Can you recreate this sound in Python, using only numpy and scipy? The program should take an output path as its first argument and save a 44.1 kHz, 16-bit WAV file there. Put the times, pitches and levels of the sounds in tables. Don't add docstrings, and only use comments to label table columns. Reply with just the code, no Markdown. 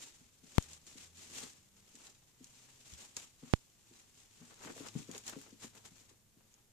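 import sys
import numpy as np
from scipy import signal
from scipy.fft import rfft, irfft, next_fast_len
from scipy.io import wavfile
from scipy.ndimage import map_coordinates

SR = 44100
rng = np.random.default_rng(int(sys.argv[2]) if len(sys.argv) > 2 else 0)


def unload_wav(signal):
    wavfile.write(
        sys.argv[1],
        SR,
        np.round(np.clip(np.atleast_2d(signal).T, -1, 1) * 32767).astype(np.int16),
    )


N = 296352

# peak_s, level_db, rise_s, fall_s
COAT_SWISHES = [(.028, -51, 0.039, 0.035), (.068, -56.5, .015, 0.049), (.15, -65, 0.065, 0.15),
                (.57, -56, 0.1, 0.18), (.725, -56.5, 0.078, 0.051), (0.873, -57, 0.013, 0.12),
                (1.03, -55.5, 0.093, 0.052), (1.21, -55, .06, 0.17), (1.379, -46.5, .06, 0.042),
                (1.431, -48.5, 0.035, 0.051), (1.51, -62, .04, 0.13), (1.775, -66, .03, 0.048),
                (2.06, -59, 0.18, .085), (2.58, -62.5, 0.2, 0.5), (2.936, -57, 0.11, 0.038),
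                (2.999, -53.5, 0.022, 0.081), (3.179, -52.5, 0.016, 0.043), (3.228, -55.5, 0.051, 0.047),
                (3.5, -58.5, 0.092, 0.086), (3.979, -63, 0.13, .1), (4.21, -65.5, 0.12, 0.13),
                (4.49, -62, 0.18, .14), (4.65, -53.5, 0.046, 0.082), (4.8, -55, 0.094, .07),
                (4.876, -51.5, .045, 0.014), (4.99, -54.5, 0.08, 0.053), (5.16, -56.5, 0.12, 0.06),
                (5.283, -48.5, 0.034, 0.055), (5.41, -60, .09, .14), (5.638, -51, 0.029, 0.042),
                (5.768, -63, 0.029, .07), (5.858, -54.5, 0.01, 0.02), (5.98, -63.5, .1, 0.098),
                (6.097, -64.5, 0.014, 0.028), (6.52, -74.5, 0.2, 0.21)]
# peak_s, level_db, fall_s
PILE_DRAGS = [(1.425, -58, 0.026), (1.775, -71, .025), (2.078, -62, .02), (2.229, -69, 0.011),
              (3.0, -66, 0.023), (3.174, -57, 0.0087), (3.44, -65, .02), (4.43, -64.5, 0.041),
              (4.511, -54.5, 0.016), (4.65, -49, 0.046), (4.7, -50, 0.016), (4.8, -54.5, 0.04),
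              (4.866, -50.5, 0.029), (4.98, -59, 0.049), (5.14, -54, 0.042), (5.285, -55.5, 0.025),
              (5.334, -53.5, .022), (5.467, -57, 0.012), (5.639, -52.5, 0.022), (5.768, -63, 0.04),
              (5.86, -65, 0.033), (6.102, -66.5, .03), (6.41, -72.5, .03), (6.468, -72, .016),
              (6.58, -74.5, 0.047)]
# freq_hz, density_db
COAT_SPECTRUM = [(60, -23), (250, -4), (600, -15), (1500, -14), (2700, -8), (4800, -9), (6200, -4.5),
                 (7200, -2), (8500, -9.5), (10500, -18), (14500, -24.5)]
FOLD_SPECTRUM = [(300, -16), (1500, -2), (3000, -5), (5000, -8), (6800, 5), (9500, -6), (14500, -8.5)]
PILE_SPECTRUM = [(50, -10), (85, 1.5), (150, -0.5), (250, 3), (480, 2.5), (630, -1), (850, 1), (1250, -1),
                 (2200, -6), (3600, -12.5), (6000, -22), (14000, -36)]
QUIET_SPECTRUM = [(20, 3.5), (60, 2.5), (120, 5.5), (250, -3.5), (500, -8.5), (1200, -15), (3000, -15.5),
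                  (5000, -15), (7200, -11.5), (10000, -15), (14500, -16)]
# start_s, level_db, centre_hz
PAW_STEPS = [(0.206, -55.5, 200), (0.431, -52.5, 236), (0.951, -50.5, 255.4), (1.307, -54.5, 270),
             (1.429, -50, 279), (1.941, -54.5, 274), (2.405, -50, 253), (2.924, -47.5, 69.7),
             (3.427, -43, 218), (3.907, -54, 301), (4.408, -50.5, 200), (4.655, -46.5, 260),
             (4.695, -39.5, 335), (4.762, -46, 476), (4.801, -39.5, 323), (4.954, -29, 168),
             (4.989, -43, 190), (5.086, -39.5, 267), (5.146, -45, 440), (5.36, -39, 266), (5.476, -58, 393),
             (5.522, -48.5, 250), (5.64, -43, 288), (5.911, -56, 186), (6.004, -61, 305),
             (6.109, -59.5, 380), (6.366, -58.5, 221)]
# pitch_hz, level_db
FLOOR_MODES = [(68, -8), (115, -8), (165, -0.5), (222, -3.5), (265, -0.5), (335, -4.5), (420, -2),
               (485, -1), (660, -4)]
# start_s, level_db, centre_hz
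COAT_TICKS = [(0.625, -39, 6800), (0.7325, -41.5, 6100), (0.8669, -46, 6570), (1.954, -46, 6930),
              (2.0688, -43, 3300), (2.4434, -45, 7920), (2.9366, -44, 6520), (3.1668, -28, 6800),
              (4.2016, -52, 5000), (4.542, -50, 6970), (4.8722, -44, 6970), (4.885, -36.5, 3020),
              (5.114, -37, 6640), (5.1487, -39, 1800), (5.179, -35.5, 7800), (5.2666, -38, 7000),
              (5.279, -33.5, 6300), (6.5407, -53, 7070)]
# pitch_hz, level_db, t60_s
CLASP_MODES = [(3950, -14.5, 0.089), (6730, 4, 0.019), (7710, -10, 0.034)]
# start_s, level_db, channel (0 left, 1 right), edge_hz
STATIC_SPARKS = [(.5819, -14, 0, 12000), (.5828, -5, 0, 10000), (3.5371, -4.3, 1, 5000)]
# time_s, firing_hz, level_db
ENGINE_RUN = [(.55, 76.4, -85.5), (.7, 77.3, -66), (.9, 80, -79), (1.15, 84, -68), (1.7, 97, -87.5),
              (2.3, 117.3, -82), (2.7, 123.4, -74.5), (3.2, 126.2, -82), (4, 110.5, -86), (5, 108, -69),
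              (5.8, 107.6, -76), (6.72, 109.3, -87)]
# freq_hz, correlation
STEREO_LIKENESS = [(100, .7), (500, 0.34), (3000, 0.13), (7000, 0.066), (12000, .1)]
# freq_hz, left_minus_right_db
DOG_BALANCE = [(100, 4), (500, 1), (2000, 6), (4500, 7.5), (7500, -2), (12000, -4.5)]
# freq_hz, t60_s
ROOM_DECAY = [(100, 0.24), (500, 0.18), (4000, 0.05), (12000, 0.12)]

COAT_GAIN_DB, PILE_GAIN_DB, FOLD_GAIN_DB = 0.72, -0.53, -7
SEAT_GAIN_DB = -12
FIDGET_DB, FIDGET_SWING_DB, FIDGET_FADE_DB_PER_S = -74, 1.5, 26
STANDS_S, LEAVES_S = 4.6, 6
PAW_T60_S, HEAVY_T60_S, HEAVY_DB = 0.099, 0.054, -34
VEER_DB = 1
TOP_HZ = 14800


def rubbing():
    gone_s = np.maximum(np.arange(N) / SR - LEAVES_S, 0)
    fidget = amp(FIDGET_DB + FIDGET_SWING_DB * wobble(5.7) - FIDGET_FADE_DB_PER_S * gone_s)
    swish_power = sum(stroke(*row) for row in COAT_SWISHES)
    drag_power = sum(stroke(peak_s, db, 0.91 * fall_s, fall_s) for peak_s, db, fall_s in PILE_DRAGS)
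    sliding = np.sqrt(fidget ** 2 + swish_power)
    dragging = np.sqrt((amp(SEAT_GAIN_DB) * sliding) ** 2 + drag_power)
    coat = friction(COAT_SPECTRUM, slips_per_s=3000, size_db=1, hiss_db=3, flutter_db=1.77)
    scuff = friction(PILE_SPECTRUM, slips_per_s=1400, size_db=2.5, hiss_db=-5, flutter_db=2.7)
    folds = friction(FOLD_SPECTRUM, slips_per_s=450, size_db=2.5, hiss_db=-12, flutter_db=5)
    return (amp(COAT_GAIN_DB) * sliding * coat
            + amp(PILE_GAIN_DB) * dragging * scuff
            + amp(FOLD_GAIN_DB) * standing() * sliding * folds)


def friction(spectrum, slips_per_s, size_db, hiss_db, flutter_db):
    slips = rng.random(N) < slips_per_s / SR
    sizes = amp(size_db * np.minimum(rng.exponential(size=N), 3))
    tufts = amp(3 * np.clip(wobble(260), -2, 2))
    snaps = unit(slips * sizes * tufts * rng.uniform(-0.92, 1, (2, N)))
    hiss = amp(hiss_db) * rng.standard_normal((2, N))
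    return unit(spread(snaps + hiss, spectrum) * amp(flutter_db * wobble(90)))


def stroke(peak_s, level_db, rise_s, fall_s, drop_db=10, roundness=1.23):
    t = np.arange(N) / SR - peak_s
    away = np.maximum(-t / rise_s, t / fall_s)
    return amp(level_db - drop_db * np.clip(away, 0, 10) ** roundness) ** 2


def standing():
    return np.clip((np.arange(N) / SR - STANDS_S) * 10 + .5, 0, 1)


def paws():
    out, t = np.zeros((2, N)), np.arange(SR // 4) / SR
    mode_hz, mode_db = np.transpose(FLOOR_MODES)
    count = len(mode_hz)
    signs = (-1) ** np.arange(count)
    for start_s, level_db, centre_hz in PAW_STEPS:
        gains = amp(mode_db + rng.normal(0, 1.2, count)) * hump(mode_hz, centre_hz, octaves=0.65)
        pitch_hz = mode_hz * np.exp(rng.normal(0, 0.034, count))
        t60_s = HEAVY_T60_S if level_db > HEAVY_DB else PAW_T60_S
        mode_t60_s = t60_s * (250 / mode_hz[:, None]) ** 0.36
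        modes = np.sin(2 * np.pi * pitch_hz[:, None] * t) * decay(t, mode_t60_s)
        ring = (signs * gains) @ modes
        settling = decay(t, t60_s=0.16) * rng.standard_normal((2, len(t)))
        force = (t == 0) + amp(-4) * settling / np.linalg.norm(settling[0])
        thud = signal.fftconvolve(force, ring[None], axes=1)[:, :len(t)]
        thud = highpass(thud, 0.26 * centre_hz, order=2)
        add(out, start_s, amp(level_db) * thud / np.abs(thud).max())
    return out


def ticks():
    out, t = np.zeros((2, N)), np.arange(SR // 6) / SR
    for start_s, level_db, centre_hz in COAT_TICKS:
        crack = amp(-6) * decay(t, t60_s=0.0044) * rng.standard_normal((2, len(t)))
        cloth = spread(rng.standard_normal((2, len(t))), COAT_SPECTRUM)
        rasp = unit(filtered(cloth, lambda hz: hump(hz, centre_hz, octaves=1.4)))
        rasp *= decay(t, t60_s=0.015) + amp(-7) * decay(t, t60_s=0.06)
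        ring = 0
        for mode_hz, mode_db, t60_s in CLASP_MODES:
            gain = amp(mode_db) * hump(mode_hz, centre_hz, octaves=0.46)
            ring += gain * decay(t, t60_s) * np.sin(2 * np.pi * (mode_hz * t + rng.random((2, 1))))
        add(out, start_s, amp(level_db - 8) * (crack + rasp + ring))
    return out


def sparks(low_cut_hz, leak_hz):
    steps = np.zeros((2, N))
    for start_s, level_db, channel, edge_hz in STATIC_SPARKS:
        step = amp(level_db - 0.67) * (np.arange(N) >= start_s * SR)
        steps[int(channel)] += signal.lfilter(*signal.butter(1, edge_hz, fs=SR), step)
    leaked = highpass(steps, leak_hz, order=1)
    return highpass(leaked, low_cut_hz, order=2)


def engine():
    firing_hz, level_db = curves(ENGINE_RUN)
    phase = 2 * np.pi * np.cumsum(firing_hz * (1 + .007 * wobble(14))) / SR
    second_gain = amp(-7) + amp(11) * hump(2 * firing_hz, centre_hz=200, octaves=0.043)
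    hum = np.sqrt(2) * (np.sin(phase) + second_gain * np.sin(2 * phase))
    return amp(level_db + 1.1 * wobble(21)) * hum


def room(x):
    hz, t, noise = signal.stft(rng.standard_normal((2, SR // 3)), SR, nperseg=256)
    tail = signal.istft(noise * decay(t, along(ROOM_DECAY, hz)[:, None]), SR, nperseg=256)[1]
    tail = np.pad(tail / np.linalg.norm(tail[0]), ((0, 0), (SR // 200, 0)))
    return signal.fftconvolve(x, tail, axes=1)[:, :N]


def spread(pair, spectrum):
    def response(hz):
        angle = np.arccos(np.clip(along(STEREO_LIKENESS, hz), -1, 1)) / 2
        return amp(along(spectrum, hz)) * [np.cos(angle), np.sin(angle)]
    mid, side = filtered(pair, response)
    return unit(np.array([mid + side, mid - side]))


def amp(db):
    return 10 ** (np.asarray(db) / 20)


def decay(t, t60_s):
    return amp(-60 * t / t60_s)


def unit(x):
    return x / np.sqrt(np.mean(x ** 2) + 1e-20)


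def along(points, hz):
    freq_hz, values = np.transpose(points)
    return np.interp(np.log(hz + 1), np.log(freq_hz + 1), values)


def curves(rows):
    time_s, *columns = np.transpose(rows)
    return [np.interp(np.arange(N) / SR, time_s, column) for column in columns]


def wobble(knots_per_s):
    knots = rng.standard_normal(int(N * knots_per_s / SR) + 4)
    return map_coordinates(knots, [np.arange(N) * knots_per_s / SR])


def hump(hz, centre_hz, octaves):
    return np.exp(-.5 * (np.log2((hz + 1) / centre_hz) / octaves) ** 2)


def filtered(x, response):
    n = x.shape[-1]
    size = next_fast_len(2 * n)
    return irfft(rfft(x, size) * response(np.fft.rfftfreq(size, 1 / SR)), size)[..., :n]


def highpass(x, cutoff_hz, order):
    return signal.lfilter(*signal.butter(order, cutoff_hz, "high", fs=SR), x)


def add(track, start_s, sound):
    i = round(start_s * SR)
    track[..., i:i + sound.shape[-1]] += sound[..., :max(N - i, 0)]


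def scene():
    dog = rubbing() + paws() + ticks()
    dog = filtered(dog, lambda hz: amp(np.outer([.5, -.5], along(DOG_BALANCE, hz))))
    dog *= amp(np.outer([.5, -.5], VEER_DB * standing()))
    quiet = amp(-70) * spread(rng.standard_normal((2, N)), QUIET_SPECTRUM)
    return dog + amp(-12) * room(dog) + engine() + quiet + sparks(low_cut_hz=89, leak_hz=11)


def record(dry):
    return filtered(dry, lambda hz: np.clip((TOP_HZ - hz) / 400 + .5, 0, 1))


dry = scene()
out = record(dry)
unload_wav(out)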